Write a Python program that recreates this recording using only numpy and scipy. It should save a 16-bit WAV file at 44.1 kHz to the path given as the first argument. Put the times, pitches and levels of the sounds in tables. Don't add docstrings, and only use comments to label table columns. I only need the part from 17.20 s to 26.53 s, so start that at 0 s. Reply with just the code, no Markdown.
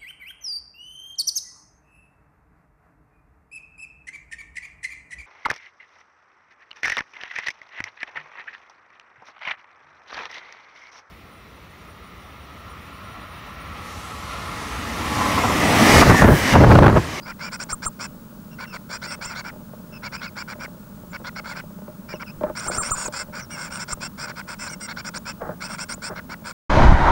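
import sys
import numpy as np
from scipy import signal
from scipy.fft import rfft, irfft, next_fast_len
from scipy.io import wavfile

SR = 44100
rng = np.random.default_rng(int(sys.argv[2]) if len(sys.argv) > 2 else 0)


def materialize(psi):
    bounded = np.clip(np.atleast_2d(psi).T, -1, 1)
    quanta = np.round(bounded * 32767).astype(np.int16)
    wavfile.write(sys.argv[1], SR, quanta)


N = 411448

# (start t/s, end t/s, top register level/dB)
BUZZ_CALLS = [(0.187, 0.295, -51), (0.312, 0.368, -44), (0.389, 0.447, -42.5), (0.486, 0.531, -41),
              (0.619, 0.661, -44.5), (0.789, 0.871, -43), (1.689, 1.779, -45), (1.812, 1.87, -48),
              (1.9, 1.957, -45.5), (2.008, 2.061, -48), (2.141, 2.218, -50), (2.822, 2.886, -54),
              (2.916, 2.972, -50.5), (3.005, 3.074, -56), (3.154, 3.232, -51), (4.039, 4.098, -57),
              (4.152, 4.204, -56.5), (5.35, 5.42, -41.5), (5.501, 5.59, -38), (5.611, 5.715, -37.5),
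              (5.917, 6.039, -38.5), (6.58, 6.648, -41.5), (6.675, 6.743, -42.5), (6.801, 6.881, -41.5),
              (6.973, 7.069, -44.5), (7.674, 7.732, -54.5), (7.761, 7.816, -52.5), (7.842, 7.899, -43),
              (7.935, 7.986, -42.5), (8.05, 8.125, -45.5), (8.402, 8.481, -45), (8.576, 8.65, -40),
              (8.682, 8.749, -40), (8.814, 8.899, -40.5)]
# (start t/s, end t/s, top register level/dB)
RASP_CALLS = [(0.055, 0.127, -58.5), (1.381, 1.461, -58), (1.524, 1.574, -52.5), (2.088, 2.145, -55),
              (2.239, 2.309, -58), (3.274, 3.341, -54.5), (3.392, 3.465, -55), (3.921, 3.972, -61),
              (4.237, 4.344, -53), (4.344, 4.413, -56.5), (4.996, 5.038, -65), (5.404, 5.487, -43.5),
              (5.737, 5.881, -39), (6.124, 6.222, -50), (6.348, 6.494, -44.5), (6.499, 6.591, -42),
              (7.064, 7.121, -54.5), (7.155, 7.218, -53.5), (7.271, 7.353, -47.5), (7.407, 7.493, -44),
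              (8.476, 8.568, -45), (8.951, 9.002, -65), (9.089, 9.15, -55), (9.24, 9.325, -46)]
# (start t/s, end t/s, top register level/dB)
WHINE_CALLS = [(1.854, 1.936, -48.5), (2.048, 2.115, -50), (4.881, 4.942, -60.5), (6.295, 6.371, -46.5),
               (7.382, 7.454, -43.5), (7.488, 7.554, -45.5), (7.598, 7.674, -41)]
# (start t/s, end t/s, pitch aimed for f/Hz, level before overload level/dB)
SQUEAL_CALLS = [(.428, 0.442, 9200, -36.5), (0.512, 0.55, 8950, -28.5), (0.647, 0.691, 8970, -27.5),
                (2.041, 2.065, 8650, -35.5), (5.396, 5.411, 8800, -38), (5.466, 5.508, 9110, -29),
                (5.565, 5.637, 8850, -27.5), (5.647, 5.68, 8700, -40), (5.698, 5.759, 8590, -26),
                (5.763, 5.85, 8300, -34.5), (5.842, 5.888, 8530, -32.5), (6.713, 6.742, 8850, -29.5),
                (7.971, 7.985, 8530, -38.5), (8.728, 8.751, 8440, -38)]
# (start t/s, end t/s, first f/Hz, last f/Hz, level/dB)
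PEEP_CALLS = [(0.013, 0.074, 5090, 4800, -48.5), (1.306, 1.356, 2850, 2700, -53.5),
              (1.457, 1.545, 2900, 2470, -47.5), (2.72, 2.787, 2800, 2580, -45.5),
              (2.971, 3.007, 2500, 2580, -46), (3.057, 3.096, 2700, 2300, -42.5),
              (3.9, 3.933, 7200, 7150, -54), (4.924, 4.98, 2850, 2670, -46),
              (5.059, 5.093, 2820, 2400, -45), (5.08, 5.116, 2350, 2740, -45),
              (5.873, 5.89, 9400, 7400, -37), (6.199, 6.258, 6150, 5450, -43.5),
              (7.476, 7.506, 3580, 6800, -39.5)]
# (f/Hz, relative level/dB)
LOW_REGISTER = [(560, 0.5), (740, -7.5), (930, 3), (1200, -0.5), (1470, 10), (1880, -12), (2160, -2.5),
                (2800, -19)]
MID_REGISTER = [(3400, -5.5), (3850, -13), (4400, -6.5), (5200, -3.5), (5600, 2), (6100, -14.5)]
TOP_REGISTER = [(6500, -1.5), (7350, 11.5), (8050, -1.5), (8600, 14.5), (9500, -2.5)]
# (t/s, strength of the hit level/dB)
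WOOD_KNOCKS = [(2.534, -34), (3.354, -35), (4.016, -35.5), (4.679, -30.5), (4.937, -24.5), (5.21, -21.5),
               (5.235, -14), (5.298, -24.5), (5.498, -22.5), (5.88, -27), (8.217, -20.5), (8.291, -25)]
# (start t/s, end t/s, peak of the swell level/dB)
SCUFFLE_BOUTS = [(5.222, 5.32, -36), (5.445, 5.646, -35.5), (8.197, 8.354, -35), (8.894, 8.95, -33.5)]
# (f/Hz, relative level/dB)
SCRATCH_COLOUR = [(450, 2.5), (1600, 1)]
# (f/Hz, level/dB, time to fade by 60 dB t/s)
BOX_MODES = [(181.5, -8.5, 0.074), (338, -4, 0.033), (502, -3.5, 0.028), (605.5, -4.5, 0.081),
             (875, -9, 0.04), (1050, -13, 0.041), (1360, -5, 0.0051)]
# (start t/s, end t/s, level/dB)
BOX_THUD = (5.14, 5.25, -37)
# (f/Hz, relative level/dB)
HUM_COLOUR = [(20, -8.5), (60, -8.5), (125, -6), (165, 1), (215, 1), (319, -15.5), (560, -21), (753, -29),
              (850, -21), (1420, -21.5), (1930, -35.5), (15000, -37)]

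SOFT_HZ, HARD_HZ = 2298, 2826
HARD_DB, EFFORT_RANGE_DB = -40, 27
MID_FOLLOWS = 0.31
FLUTTER_BEND_RAD = .55
PULSING_DB = 1.4
HOOK = 0.14
WHIP, WHIP_REACH_S = 0.5, .03
SQUEAL_SAG_PER_S = 1.8
SQUEAL_COLLAPSE = 0.76
PEEP_OCTAVE_DB, PEEP_HUSK_DB, PEEP_TOP_HZ = -4, -6, 7000
HUM_DB, LINE_DB, LINE_HZ = -41, -53.5, 15624.5
CUTOFF_HZ = 15900


def from_db(db):
    return 10 ** (np.asarray(db) / 20)


def rms_one(x):
    return x / np.sqrt(np.mean(x ** 2) + 1e-20)


def add(out, start, sound):
    i = round(start * SR)
    out[i:i + len(sound)] += sound[:N - i]


def clock(start, end):
    t = np.arange(max(round((end - start) * SR), 20)) / SR
    return t, t / t[-1]


def swell(u, rise, fall):
    fade_in = np.sin(np.pi / 2 * np.clip(u / rise, 0, 1))
    fade_out = np.sin(np.pi / 2 * np.clip((1 - u) / fall, 0, 1))
    return fade_in * fade_out


def coloured(x, points):
    hz, db = np.transpose(points)
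    n = next_fast_len(len(x))
    f = np.maximum(np.arange(n // 2 + 1) * SR / n, 1)
    skirts = (np.minimum(f / hz[0], 1) * np.minimum(hz[-1] / f, 1)) ** 6
    gain = from_db(np.interp(np.log(f), np.log(hz), db))
    return rms_one(irfft(rfft(x, n) * skirts * gain, n)[:len(x)])


def white(n):
    return rng.standard_normal(n)


def wander(n, hz):
    b, a = signal.butter(2, hz, fs=SR)
    return rms_one(signal.lfilter(b, a, white(n)))


def phase_of(hz):
    return 2 * np.pi * np.cumsum(hz) / SR


def chorus(call, rows, **voice):
    out = np.zeros(N)
    for row in rows:
        add(out, row[0], call(*row, **voice))
    return out


def fluttering_call(start, end, top_db, low_db, mid_db, pitch_share, climb, droop, crest, hoarse,
                    flutter_ratio=.23, flutter_depth=0.96, jitter=0.0456, scatter=.03,
                    line_db=-9, low_tone=0.4):
    t, u = clock(start, end)
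    n = len(t)
    effort = np.clip(1 + (top_db - HARD_DB) / EFFORT_RANGE_DB, 0, 1)

    crest = np.clip(crest * rng.uniform(.8, 1.2), .1, .9)
    below_crest = climb * rng.uniform(.5, 1.5) * np.maximum(1 - u / crest, 0) ** 1.5
    past_crest = droop * (np.maximum(u - crest, 0) / (1 - crest)) ** 2
    arch = 1 - below_crest - past_crest
    meets_squeal = any(abs(row[0] - end) < WHIP_REACH_S for row in SQUEAL_CALLS)
    ending = WHIP * u ** 5 if meets_squeal else -HOOK * (1 - effort) * u ** 10
    pitch = pitch_share * (SOFT_HZ + (HARD_HZ - SOFT_HZ) * effort ** 2)
    pitch = pitch * (1 + scatter * rng.standard_normal())

    rough = 1 - np.clip(1 - hoarse, 0, 1) * swell(u, 0.48, 0.11)
    voice = phase_of(pitch * (arch + ending) * (1 + jitter * rough * wander(n, 504)))
    flutter = flutter_ratio * rng.uniform(.85, 1.15) * voice + 2 * rough * wander(n, 200)
    beat = (1 + flutter_depth * np.cos(flutter)) * from_db(PULSING_DB * wander(n, 99))

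    # (colour, level/dB, weight of the tone, rise share, fall share)
    registers = [
        (LOW_REGISTER, low_db + max(top_db - HARD_DB, 0), low_tone, .3, .2),
        (MID_REGISTER, mid_db + MID_FOLLOWS * (top_db - HARD_DB), 1, .5, .4),
        (TOP_REGISTER, top_db, 1, .62, .34)]
    call = 0
    for k, (colour, level_db, tone, rise, fall) in enumerate(registers, 1):
        bend = FLUTTER_BEND_RAD * np.sqrt(k) * np.sin(flutter + rng.uniform(0, 2 * np.pi))
        strands = coloured(beat * np.sin(k * voice + bend), colour)
        noise = coloured(beat * white(n), colour)
        clear = tone * (1.5 - rough)
        mix = (clear * strands + rough * noise) / np.hypot(clear, rough)
        call = call + from_db(level_db) * rms_one(mix * swell(u, rise, fall))

    line = (1 - effort) * (0.4 + 2 * u ** 4) * swell(u, 0.033, .05) * beat
    return call + from_db(low_db + line_db) * np.sqrt(2) * line * np.sin(voice)


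def buzzes_rasps_and_whines():
    buzzes = chorus(fluttering_call, BUZZ_CALLS, low_db=-35.5, mid_db=-37.5, pitch_share=.96,
                    climb=.24, droop=0.055, crest=.75, hoarse=0.5)
    rasps = chorus(fluttering_call, RASP_CALLS, low_db=-36.5, mid_db=-41.5, pitch_share=1,
                   climb=.12, droop=.2, crest=.6, hoarse=0.69)
    whines = chorus(fluttering_call, WHINE_CALLS, low_db=-41, mid_db=-40, pitch_share=1.07,
                    climb=0.0633, droop=0.088, crest=0.453, hoarse=0.26)
    return buzzes + rasps + whines


def squeal(start, end, top_hz, fall, db, sweep_s=.0105, sweep_depth=0.56, second_voice=.85,
           second_sag=0.293, sideband_db=-26, flare=0.98, flare_s=0.0205):
    t, u = clock(start, end)
    sweep = 1 - sweep_depth * np.exp(-(t / sweep_s) ** 2)
    upper = top_hz * sweep * (1 - fall * u ** 3)
    held = top_hz * second_voice * (1 - second_sag * fall * u ** 2 - 0.1016 * np.exp(-t / sweep_s))
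    forked = np.clip((upper / held - 1) * 10 + .5, 0, 1)
    voices, phases = 0, []
    for hz, share in ((upper, 1), (np.minimum(held, upper), forked)):
        phase = phase_of(hz * (1 + .003 * wander(len(t), 500)))
        phases.append(phase)
        box_gain = from_db(.5 * np.interp(hz, *np.transpose(TOP_REGISTER)))
        voices = voices + share * np.sin(phase) * box_gain
    shake = 2 * from_db(sideband_db) * forked * np.cos(phases[0] - phases[1])
    push = swell(u, .15, .35) * (1 + flare * np.exp(-((t - flare_s) / .003) ** 2))
    return from_db(db) * rms_one(voices * (1 + shake) * push)


def squeals():
    rows, last_end = [], 0
    for start, end, hz, db in SQUEAL_CALLS:
        rested = start - last_end > .003
        fall = SQUEAL_SAG_PER_S * (end - start) if rested else SQUEAL_COLLAPSE
        rows.append((start, end, hz, fall, db))
        last_end = end
    return chorus(squeal, rows)


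def overloaded(x, bend=5.47, corner_hz=3500, overtone_db=-27, bass_hz=40):
    rectified = np.abs(x) ** 1.5
    low_pass = signal.butter(2, corner_hz, fs=SR, output="sos")
    high_pass = signal.butter(1, bass_hz, "high", fs=SR, output="sos")
    bent = signal.sosfilt(low_pass, rectified) - from_db(overtone_db) * rectified
    return x + bend * signal.sosfilt(high_pass, bent)


def peep(start, end, first_hz, last_hz, db, bow=0.039, waver=0.013, break_db=3):
    t, u = clock(start, end)
    n = len(t)
    slide = (first_hz + (last_hz - first_hz) * u) * (1 - bow * (2 * u - 1) ** 2)
    voice = phase_of(slide * (1 + waver * (2 * wander(n, 600) + wander(n, 52))))
    has_octave = 2 * first_hz < PEEP_TOP_HZ
    tone = np.sin(voice) + from_db(PEEP_OCTAVE_DB) * has_octave * np.sin(2 * voice)
    husk = from_db(PEEP_HUSK_DB) * coloured(white(n), LOW_REGISTER)
    breaking = from_db(break_db * wander(n, 100))
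    return from_db(db) * rms_one((tone + husk) * breaking * swell(u, 0.37, 0.29))


def wood(force):
    out = 0
    for k, (hz, db, t60) in enumerate(BOX_MODES):
        r = from_db(-60 / (t60 * SR))
        w = 2 * np.pi * hz / SR
        ring = signal.lfilter([0, np.sin(w)], [1, -2 * r * np.cos(w), r * r], force + 1e-18)
        out = out + (-1) ** k * from_db(db) * ring
    return out


def grains(per_s, spread_db):
    hits = rng.random(N) < per_s / SR
    size = from_db(spread_db * np.minimum(rng.exponential(1, N), 4))
    return hits * rng.choice([-1, 1], N) * size


def knocks(scrape=0.095, scrape_s=0.0066):
    force = np.zeros(N)
    t = np.arange(SR // 20) / SR
    for s, db in WOOD_KNOCKS:
        hit = (t == 0) + scrape * white(len(t)) * np.exp(-t / scrape_s)
        add(force, s, from_db(db) * hit)
    return wood(force)


def scuffling(rumble_db=-7):
    bouts = np.zeros(N)
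    for start, end, db in SCUFFLE_BOUTS:
        add(bouts, start, from_db(db) * swell(clock(start, end)[1], 0.14, 0.43))
    scratches = grains(per_s=880, spread_db=2.0)
    contact = rms_one(rms_one(wood(scratches)) + coloured(scratches, SCRATCH_COLOUR))
    return bouts * (contact + from_db(rumble_db) * wander(N, 320))


def thud(start, end, db):
    out = np.zeros(N)
    add(out, start, from_db(db) * swell(clock(start, end)[1], 0.57, .5))
    return out * wander(N, 130)


def stirring(straw_db=-51):
    return from_db(straw_db) * rms_one(wood(grains(per_s=150, spread_db=5.5)))


def background():
    hum = from_db(HUM_DB) * coloured(white(N), HUM_COLOUR)
    whistle = np.sqrt(2) * np.sin(2 * np.pi * LINE_HZ * np.arange(N) / SR)
    return hum + from_db(LINE_DB) * whistle


def scene():
    calls = buzzes_rasps_and_whines() + overloaded(squeals()) + chorus(peep, PEEP_CALLS)
    movement = knocks() + scuffling() + thud(*BOX_THUD) + stirring()
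    return (calls + movement + background())[None]


def record(dry):
    rounded = .5 * np.tanh(2 * dry)
    return signal.sosfilt(signal.ellip(12, .1, 80, CUTOFF_HZ, fs=SR, output="sos"), rounded)


dry = scene()
out = record(dry)
materialize(out)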